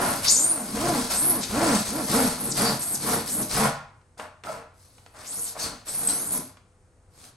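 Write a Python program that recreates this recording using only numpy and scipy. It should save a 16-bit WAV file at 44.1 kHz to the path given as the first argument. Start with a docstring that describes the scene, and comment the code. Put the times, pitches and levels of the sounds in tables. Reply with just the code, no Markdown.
"""A rasping crunch: a handsaw is pushing through foil-faced foam board, upright in a bare timber room.
Teeth drum the board and set it ringing, foam cells crumble, the blade squeaks in the cut and zings on
the pulls, and the board rocks on the floor. Then the saw is nudged, scraped along and drawn out.
A small two-port microphone listens a few steps away, over quiet room air and a faint hum."""
import sys
import numpy as np
from scipy import signal
from scipy.fft import rfft, irfft, next_fast_len
from scipy.io import wavfile
from scipy.ndimage import uniform_filter1d

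SR = 44100
rng = np.random.default_rng(int(sys.argv[2]) if len(sys.argv) > 2 else 0)


def unload_audio(sound):
    """Save the sound as a 16-bit wav file, at the path given as the first command line argument."""
    columns = np.transpose(np.atleast_2d(sound))
    # keep every value between -1 and 1, then stretch to whole-number steps
    steps = np.round(np.clip(columns, -1, 1) * 32767)
    wavfile.write(sys.argv[1], SR, steps.astype(np.int16))


N = 324576

# Levels in the tables are relative; each layer sets its own mix gain.
# room tone spectrum: f/Hz, level/dB
AIR_EQ = [(15, -32.5), (25, -14), (64, -14.5), (97, -5), (140, -18), (210, -24), (500, -27), (1500, -34.5),
          (3400, -46), (10500, -39), (12000, -68)]
# hum partials: f/Hz, level/dB
HUM_TONES = [(91.5, -70), (500.6, -76)]
# reverb decay: f/Hz, t60/s
ROOM_DECAY = [(120, 0.51), (330, 0.24), (870, 0.51), (2300, 0.52), (6000, 0.38), (12000, 0.21)]
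# the board rocks on the floor: t/s, level/dB
ROCK_THUDS = [(0.018, -46), (0.197, -39), (0.739, -39), (1.099, -38), (1.483, -36.5), (1.849, -42),
              (2.119, -37.5), (2.554, -41), (3.029, -55), (3.519, -34), (5.619, -41.5)]
# spectrum of those thuds: f/Hz, level/dB
ROCK_EQ = [(28, -43.5), (35, -9.5), (43, 6), (56, -0.5), (78, -15.5), (100, -1.5), (130, -22)]
# knocks on the board: t/s, level/dB, tick brightness/dB
KNOCKS = [(4.014, -54, -18), (4.198, -26.5, -20), (4.437, -29, -11), (4.982, -41.5, -31.5),
          (5.063, -37, -26), (5.15, -49, -16), (5.633, -48, -8), (6.571, -40.5, -30), (7.241, -44, 4)]
# board resonances: f/Hz, width/Hz, level/dB
BOARD_MODES = [(107, 13, -1), (139.6, 15, 4.5), (214.6, 13, 5), (243, 12, 0.5), (462.5, 15, 6.5),
               (619, 29, 0.5), (703, 26, 1), (797, 28, -7), (999, 18, -1.5), (1085, 23, -2),
               (1400, 45, -4.5)]
# steel squealing on foam: width/Hz, then a path of (t/s, f/Hz, level/dB)
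SQUEALS = [ (700, [(.245, 2570, -33.5), (.27, 4890, -24.5), (.3, 6100, -15.5), (.315, 7300, -20.5)]),
           (202, [(.3, 6900, -23.5), (.345, 7460, -16.5), (.37, 6310, -16.5), (.4, 7300, -18),
           (.43, 6980, -30.5)]), (465, [(.31, 8750, -21), (.335, 8800, -22), (.365, 8360, -24.5)]),
           (139, [(.402, 8500, -26), (.445, 8520, -17), (.47, 9164, -22.5), (.505, 9340, -23),
           (.509, 9300, -12), (.516, 9470, -12.5), (.53, 9150, -28.5), (.62, 8830, -33.5)]),
           (1500, [(1.41, 6500, -33), (1.437, 5025, -23), (1.46, 4360, -44)]), (286, [(2.6, 5030, -42.5),
           (2.68, 4660, -24), (2.74, 4610, -51)]), (27.2, [(4.46, 662, -56), (4.485, 655, -38),
           (4.502, 649, -28.5), (4.525, 647, -41), (4.55, 647, -50)]), (59.5, [(4.47, 1330, -33),
           (4.53, 1306, -48), (4.56, 1330, -58)]), (600, [(5.16, 1112, -58), (5.22, 1396, -48),
           (5.27, 3530, -47.5)]), (700, [(5.32, 4300, -44.5), (5.41, 7540, -45), (5.45, 6800, -40),
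           (5.48, 3550, -45)]), (124, [(1.14, 8900, -34.5), (1.17, 8100, -27.5), (1.21, 8700, -29.5),
           (1.25, 9300, -36)]), (120, [(1.24, 10800, -34.5), (1.28, 11000, -23.5), (1.34, 11300, -32)]),
           (147, [(2.8, 8300, -33), (2.85, 8500, -37), (2.95, 8300, -36), (2.97, 8200, -52.5)]),
           (118, [(5.59, 4500, -46), (5.63, 4400, -38), (5.68, 4200, -48)]), (100, [(5.96, 8600, -54),
           (6.02, 8650, -39), (6.07, 8500, -37)]), (200, [(6.088, 4100, -40), (6.096, 4200, -30.5),
           (6.12, 4700, -42)]), (120, [(6.35, 11700, -36.5), (6.365, 11900, -27.5), (6.38, 12000, -40)]),
           (520, [(5.59, 6000, -40.5), (5.63, 6300, -28.5), (5.67, 6100, -51)]), (350, [(5.9, 4200, -49),
           (5.96, 5900, -45.5), (6.03, 7000, -42.5), (6.08, 7200, -49)]), (247, [(5.88, 7400, -40),
           (5.98, 10370, -31), (6.12, 10200, -31.5), (6.2, 11230, -26.5), (6.28, 11800, -34.5)]),
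           (150, [(6.072, 8150, -15), (6.085, 8100, -23), (6.12, 8770, -31.5), (6.2, 9500, -35),
           (6.3, 9300, -33), (6.38, 11000, -24.5), (6.42, 11120, -48.5)]), (204, [(6.12, 5580, -41),
           (6.22, 6750, -40), (6.3, 8100, -50.5)]), ]
# spectra of the four cutting textures: f/Hz, level/dB
CRUNCH_EQ = [(250, -36.5), (450, -3.5), (700, 0), (1400, -2), (2000, -8.5), (3100, -16), (5000, -31.5)]  # crumbling foam heard through the board
DRUM_EQ = [(70, -12.5), (120, -5.5), (220, -2.5), (330, -1), (450, -9.5), (700, -26.5)]  # low drumming of the board
RASP_EQ = [(1200, -5.5), (2000, -7), (3000, -9), (4400, 0), (5500, -1.5), (7000, -4), (8500, -0.5),
           (12000, -6)]  # blade rasp
FIZZ_EQ = [(5500, -35.5), (7500, -18.5), (8800, -3), (10400, 7.5), (12200, 5.5), (15500, -15.5)]  # bursting cells
# forward strokes: t/s, rise/s, fall/s, bite growth/dB, treble growth/dB (both per half stroke),
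# then at full speed: crunch/dB, drum/dB, rasp/dB, fizz/dB, tooth rate/Hz, teeth/dB
PUSH_STROKES = [(-.14, 0.19, 0.17, -4, 2, -25.5, -33.5, -32, -31, 383.5, -34),
                (.66, 0.21, 0.22, 2, 6.5, -31, -31.5, -32, -36, 354.6, -28),
                (1.46, 0.17, 0.21, 4.5, 11, -25.5, -29.5, -29, -40, 340.2, -24.5),
                (2.07, 0.12, 0.19, -8, -4.5, -27.5, -30.5, -26, -25.5, 270.6, -26),
                (2.54, .11, 0.137, -4, -6.5, -25.5, -29.5, -27, -27.5, 234, -28),
                (3.0, 0.13, 0.099, 0.5, -4, -28.5, -29, -30.5, -26, 255.4, -37),
                (3.49, .14, 0.075, 7, -2.5, -22, -35.5, -26.5, -29, 223.4, -30)]
# back strokes: the same eleven columns, catch crunch/dB, catch rasp/dB,
# then the zing: top f/Hz, speed exponent, start/dB, full speed/dB, stop/dB
PULL_STROKES = [(.22, 0.27, 0.24, 4.5, -16.5, -41, -56, -47.5, -34, 347.7, -40, -36, -24.5, 9500, 0.45, -44.5, -44, -47),
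                (1.085, 0.21, 0.16, 9.5, -6.5, -36.5, -38, -39.5, -25.5, 361.1, -35.5, -28, -23, 11280, 0.72, -30, -21.5, -88.5),
                (1.84, 0.15, 0.096, 3, 1, -37.5, -39.5, -40.5, -38, 324.2, -33.5, -73, -29.5, 9000, 0.39, -40, -63, -30),
                (2.379, 0.093, 0.079, 5, -7.5, -46.5, -32.5, -45.5, -32, 297, -44, -38, -56, 9100, 0.51, -62, -38, -26),
                (2.779, 0.12, 0.087, 23, 0, -52, -49, -57.5, -26.5, 271.7, -69, -58, -41.5, 8780, 0.43, -32, -47, -23),
                (3.245, 0.13, 0.089, 12.5, 3.5, -43.5, -35.5, -51, -26.5, 305.5, -40, -73, -33, 9310, .55, -31.5, -34, -28),
                (5.2, 0.19, 0.15, 0, 9, -58.5, -53, -50, -32.5, 199, -64, -68, -65, 10680, 0.88, -40.5, -29.5, -38.5),
                (5.85, 0.19, 0.49, 4, -3.5, -41.5, -41, -38.5, -29, 201, -54, -43.5, -38, 9450, 0.34, -42.5, -45.5, -35)]
# nudges and scrapes without teeth: the first nine columns of a forward stroke
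SCRAPE_STROKES = [(4.172, 0.011, .03, -1.5, 0, -47, -59, -45, -62),
                  (4.19, 0.022, 0.087, -7, -3, -39, -51, -47, -53),
                  (4.436, 0.042, 0.19, -5, -4, -37.5, -44, -41, -48),
                  (4.7, 0.17, 0.64, 12, -7, -72, -71, -57.5, -60.5),
                  (5.13, 0.05, 0.85, -7, 2, -52, -65, -48, -69),
                  (5.55, 0.063, 0.11, -18.5, 9, -48.5, -58, -30.5, -37),
                  (5.62, 0.017, 0.14, 0, -12, -44, -41, -55, -57),
                  (6.06, 0.036, 0.05, 18, 7, -52, -52, -30.5, -51),
                  (6.3, 0.053, 0.089, 0, -15, -45.5, -39, -42.5, -29),
                  (7.08, 0.18, 0.067, 2.5, 1, -60.5, -62.5, -47, -53.5)]
# right microphone port against the left: f/Hz, likeness 0-1, gain/dB, phase lead/rad
MIC_PORTS = [(45, .995, -.3, 0), (85, .92, -1.5, 0), (140, .99, -.4, 0), (300, .975, -.4, .06),
             (860, .75, 0, .24), (1400, .64, -1, .45), (1900, .45, -1, .7), (2400, .62, -1, -.2),
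             (2900, .3, -2, -.4), (4400, .76, -3, -.4), (5400, .5, -4, -.5), (6500, .84, -2, 0),
             (7400, .65, -3, -.7), (8550, .98, -.3, 0), (10200, .98, 0, 3.14), (12000, .98, 0, 6.28),
             (15300, .97, 0, 12.56)]
# treble loss of the microphone: f/Hz, level/dB
MIC_EQ = [(10800, 0), (12200, -11), (13600, -17)]

# speed exponents: how steeply crunch, drum, rasp, fizz and (except in scrapes) teeth swell with speed
PUSH_LAW, PULL_LAW = (1.78, 0.82, 0.69, 1.4, 2.3), (2.2, 1.3, 0.65, 0.93, 1.9)
SCRAPE_LAW = (0.74, 0.73, 2.1, 2)
DRAG_END_S, DRAG_DB = 3.75, (-50, -45, -41, -38)  # bed of crunch, drum, rasp, fizz under the sawing
CATCH_RISE_S, CATCH_T60_S = 0.037, 0.14  # the blade catches as each pull starts
SLOW_TEETH, TEETH_POWER = .5, 3.2  # share of the tooth rate left at the turns, speed exponent
ZING_FROM, SLOW_ZING, ZING_WIDTH_HZ = .36, .36, 850  # onset speed 0-1, share of top pitch there, width
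STEEL_SPACING_HZ, STEEL_DB = 130, 3.5
AIR_DB, REVERB_DB, MODE_DRIFT_DB, RAGGED_DB, LOWPASS_HZ = -58, -5.5, 3, 3, 15900


def gain_of(db):
    """Decibels to gain."""
    return 10 ** (np.asarray(db) / 20)


def unit_rms(x):
    """Scales to rms 1."""
    return x / np.sqrt(np.mean(x ** 2) + 1e-20)


def curve_at(points, hz):
    """Reads the columns of a table on a log-frequency axis."""
    f, *values = np.transpose(points)
    return np.squeeze([np.interp(np.log(hz + 1), np.log(f + 1), v) for v in values])


def coloured(x, eq):
    """Shapes x with an EQ curve, rms 1."""
    size = next_fast_len(len(x))
    gain = gain_of(curve_at(eq, np.fft.rfftfreq(size, 1 / SR)))
    return unit_rms(irfft(rfft(x, size) * gain, size)[:len(x)])


def add(mix, s, sound):
    """Mixes a sound in at s seconds."""
    part = mix[round(s * SR):][:len(sound)]
    part += sound[:len(part)]


def wander(count, span_s):
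    """Smooth random modulation, rms 1."""
    size = max(int(span_s * SR), 2)
    return unit_rms(uniform_filter1d(uniform_filter1d(rng.standard_normal(count), size), size))


def room_tone():
    """Quiet stereo air with a faint wavering hum."""
    t = np.arange(N) / SR
    air = np.array([coloured(rng.standard_normal(N), AIR_EQ) for _ in range(2)])
    hum = sum(gain_of(db + 1.2 * wander(N, span_s=.05)) * np.sqrt(2) * np.sin(2 * np.pi * hz * t)
              for hz, db in HUM_TONES)
    return gain_of(AIR_DB) * air + hum


def room_reverb(x):
    """Direct sound and a tail of sparse echoes, each band dying at its own speed."""
    echoes = np.zeros(SR)
    slots = np.arange(300, SR - 20, 20)
    echoes[slots + rng.integers(0, 20, len(slots))] = rng.choice([-1., 1.], len(slots))
    hz, t, bands = signal.stft(echoes, SR, nperseg=256)
    decay = gain_of(-60 * t / curve_at(ROOM_DECAY, hz)[:, None])
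    response = signal.istft(bands * decay, SR, nperseg=256)[1]
    response *= gain_of(REVERB_DB) / np.linalg.norm(response)
    response[0] += 1  # direct sound
    return signal.fftconvolve(x, response / np.linalg.norm(response))[:N]


def board_rocking():
    """Soft low thuds: the whole board rocks against the floor when the saw turns."""
    envelope, t = np.zeros(N), np.arange(SR // 3) / SR
    attack = np.sin(np.pi / 2 * np.minimum(t / .035, 1)) ** 2
    for s, db in ROCK_THUDS:
        add(envelope, s, gain_of(db - 60 * t / .5) * attack)
    return gain_of(7.5) * envelope * coloured(rng.standard_normal(N), ROCK_EQ)


def board_ringing(force):
    """The board's modes ring on top of what drives it, swelling and fading as the contact moves."""
    steps = np.arange(0, len(force) + 2048, 2048)
    drift = uniform_filter1d(rng.standard_normal((len(steps), len(BOARD_MODES))), size=4, axis=0)
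    out = force
    for (hz, width, db), swell in zip(BOARD_MODES, gain_of(MODE_DRIFT_DB * unit_rms(drift)).T):
        driven = force * np.interp(np.arange(len(force)), steps, gain_of(db) * swell)
        out = out + signal.lfilter(*signal.iirpeak(hz, hz / width, SR), driven)
    return out


def knocks():
    """Each contact gives a click and short crunch to drive the board, and a bright tick on top."""
    knock, tick, t = np.zeros(N), np.zeros(N), np.arange(2000) / SR
    click = 4 * (t == 0)
    for s, db, bright_db in KNOCKS:
        noise = rng.standard_normal((2, len(t)))
        add(knock, s, gain_of(db) * (click + noise[0] * gain_of(-60 * t / .04)))
        add(tick, s, noise[1] * gain_of(db + bright_db - 60 * t / 0.014))
    knock = signal.lfilter(*signal.butter(1, [500, 2400], "bandpass", fs=SR), knock)
    tick = signal.lfilter(*signal.butter(1, [3000, 7000], "bandpass", fs=SR), tick)
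    return gain_of(2.5) * knock, gain_of(5) * tick


def hand_motion(start, rise_s, fall_s):
    """One stroke: first audible moment, progress -1..1 (0 at full speed) and blade speed 0-1."""
    onset = max(start, 0)
    t = np.arange(onset, start + rise_s + fall_s, 1 / SR) - start - rise_s
    progress = np.where(t < 0, t / rise_s, t / fall_s)
    return onset, progress, np.clip(np.cos(np.pi / 2 * progress), 0, 1)


def glide(path):
    """Start time and sample-by-sample pitch and level of a squeal."""
    times, *columns = np.transpose(path)
    t = np.arange(times[0], times[-1], 1 / SR)
    return times[0], *(np.interp(t, times, column) for column in columns)


def zing(start, rise_s, fall_s, top_hz, power, start_db, top_db, stop_db):
    """Start time, pitch and level of the whistle that rises and falls with the speed of a pull."""
    s, progress, speed = hand_motion(start, rise_s, fall_s)
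    drive = np.clip((speed - ZING_FROM) / (1 - ZING_FROM), 0, 1)
    hz = top_hz * (SLOW_ZING + (1 - SLOW_ZING) * drive ** power)
    turn_db = np.where(progress < 0, start_db, stop_db)
    fade_db = 20 * np.log10(np.minimum(3 * drive, 1) + 1e-4)
    return s, hz, turn_db + (top_db - turn_db) * drive ** 2 + fade_db


def blade_modes(x):
    """The dense narrow modes of the steel pick thin lines out of a squeal above 3 kHz."""
    size = next_fast_len(len(x))
    hz = np.fft.rfftfreq(size, 1 / SR)
    grid_hz = np.arange(0, SR / 2 + 1, STEEL_SPACING_HZ)
    ripple = gain_of(STEEL_DB * rng.standard_normal(len(grid_hz)) * (grid_hz > 3000))
    return irfft(rfft(x, size) * np.interp(hz, grid_hz, unit_rms(ripple)), size)[:len(x)]


def squeaks():
    """Stick-slip whistles: narrow ones are fluttering tones, wide ones ragged bands of noise."""
    out = np.zeros(N)
    squeals = [(width, *glide(path)) for width, path in SQUEALS]
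    zings = [(ZING_WIDTH_HZ, *zing(*stroke[:3], *stroke[13:])) for stroke in PULL_STROKES]
    for width, s, hz, db in squeals + zings:
        count = len(hz)
        jitter_hz = min(width, 200) * wander(count, span_s=.004)
        noisiness = min(width / 400, 1)
        slips = np.sqrt(1 - noisiness ** 2) + noisiness * wander(count, span_s=0.25 / width)
        flutter_db = 0.79 * wander(count, span_s=0.0038)
        ragged_db = RAGGED_DB * noisiness * wander(count, span_s=0.035)
        envelope = gain_of(db + flutter_db + ragged_db) * signal.windows.tukey(count, .01)
        tone = np.sqrt(2) * np.cos(2 * np.pi * np.cumsum(hz + jitter_hz) / SR)
        add(out, s, tone * slips * envelope)
    return blade_modes(out)


def crumbs(per_s, spread_db, flicker_db):
    """Foam cells burst at random moments, a few large, in clumps."""
    size = gain_of(spread_db * np.minimum(rng.exponential(1, N), 5))
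    bursts = rng.random(N) < per_s / SR
    return size * bursts * rng.standard_normal(N) * gain_of(flicker_db * wander(N, span_s=.01))


def patchy_hiss(x, patch_db):
    """Short narrow patches of the hiss flare and fade at random."""
    bands = signal.stft(x, nperseg=256)[2]
    patches = uniform_filter1d(rng.standard_normal(bands.shape), size=2, axis=0)
    patches = unit_rms(uniform_filter1d(patches, size=6, axis=1))
    return unit_rms(signal.istft(bands * gain_of(patch_db * patches), nperseg=256)[1][:len(x)])


def cut_envelopes():
    """Gains of crunch, drum, rasp and fizz: steady drag, a swell per stroke and a catch per pull."""
    in_cut = np.clip((DRAG_END_S - np.arange(N) / SR) / 0.089, 0, 1)
    envelopes = np.outer(in_cut, gain_of(DRAG_DB))
    for strokes, law in (PUSH_STROKES, PUSH_LAW), (PULL_STROKES, PULL_LAW), (SCRAPE_STROKES, SCRAPE_LAW):
        for stroke in strokes:
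            s, progress, speed = hand_motion(*stroke[:3])
            growth_db, full_speed_db = np.repeat(stroke[3:5], 2), stroke[5:9]
            db = np.outer(progress, growth_db) + full_speed_db
            add(envelopes, s, gain_of(db) * np.power.outer(speed, law[:4]))
    t = np.arange(SR // 3) / SR
    attack = np.sin(np.pi / 2 * np.minimum(t / CATCH_RISE_S, 1)) ** 2
    catch = attack * gain_of(-60 * np.maximum(t - CATCH_RISE_S, 0) / CATCH_T60_S)
    for stroke in PULL_STROKES:
        crunch, rasp = gain_of(stroke[11:13])
        add(envelopes, stroke[0], np.outer(catch, [crunch, 0, rasp, 0]))
    return envelopes.T


def cutting():
    """The blade crumbles foam: bite (crunch, drum) to drive the board, and hiss (rasp, fizz)."""
    envelopes = cut_envelopes()
    crunch = gain_of(-2.5) * coloured(crumbs(per_s=5000, spread_db=1.5, flicker_db=2), CRUNCH_EQ)
    drum = gain_of(-4.5) * coloured(rng.standard_normal(N), DRUM_EQ)
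    rasp = patchy_hiss(coloured(crumbs(per_s=6000, spread_db=1.5, flicker_db=1.5), RASP_EQ), patch_db=2.5)
    fizz = patchy_hiss(coloured(crumbs(per_s=8000, spread_db=1.5, flicker_db=1.5), FIZZ_EQ), patch_db=3)
    crunch, drum, rasp, fizz = envelopes * [crunch, drum, rasp, fizz]
    return crunch + drum, rasp + fizz


def saw_teeth():
    """Each tooth pushes the board once: an uneven, buzzing pulse train that grips and lets go."""
    out = np.zeros(N)
    for strokes, law in (PUSH_STROKES, PUSH_LAW), (PULL_STROKES, PULL_LAW):
        for stroke in strokes:
            s, progress, speed = hand_motion(*stroke[:3])
            growth_db, top_hz, db = stroke[3], stroke[9], stroke[10]
            hz = top_hz * (SLOW_TEETH + (1 - SLOW_TEETH) * speed ** TEETH_POWER)
            uneven = .015 * wander(len(hz), span_s=.008)
            cycles = np.cumsum(hz * (1 + uneven)) / SR + rng.random()
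            pulses = sum(gain_of(-7 * k) * np.cos(2 * np.pi * (k + 1) * cycles) for k in range(5))
            grip_db = 2.5 * wander(len(hz), span_s=.012)
            add(out, s, pulses * gain_of(db + growth_db * progress + grip_db) * speed ** law[4])
    return out


def scene():
    """Saw and board in the room: once for the left port, once more for what only the right port hears."""
    channels, rocking, buzz = [], board_rocking(), saw_teeth()
    for _ in range(2):
        bite, hiss = cutting()
        knock, tick = knocks()
        board = board_ringing(bite + buzz + knock)
        channels.append(room_reverb(board + hiss + tick + squeaks() + rocking))
    return np.array(channels) + room_tone()


def record(dry):
    """The right port shares part of the left sound, turned in phase; then treble loss and a low-pass."""
    size = next_fast_len(N + 4096)
    left, right_only = rfft(dry, size)
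    hz = np.fft.rfftfreq(size, 1 / SR)
    likeness, right_db, lead = curve_at(MIC_PORTS, hz)
    blend = likeness * left + np.sqrt(1 - likeness ** 2) * right_only
    right = blend * gain_of(right_db) * np.exp(1j * lead)
    pair = irfft(np.array([left, right]) * gain_of(curve_at(MIC_EQ, hz)), size)[:, :N]
    lowpass = signal.firwin(511, LOWPASS_HZ, window=("kaiser", 9), fs=SR)
    return signal.oaconvolve(pair, lowpass[None], "same")


dry = scene()
out = record(dry)
unload_audio(out)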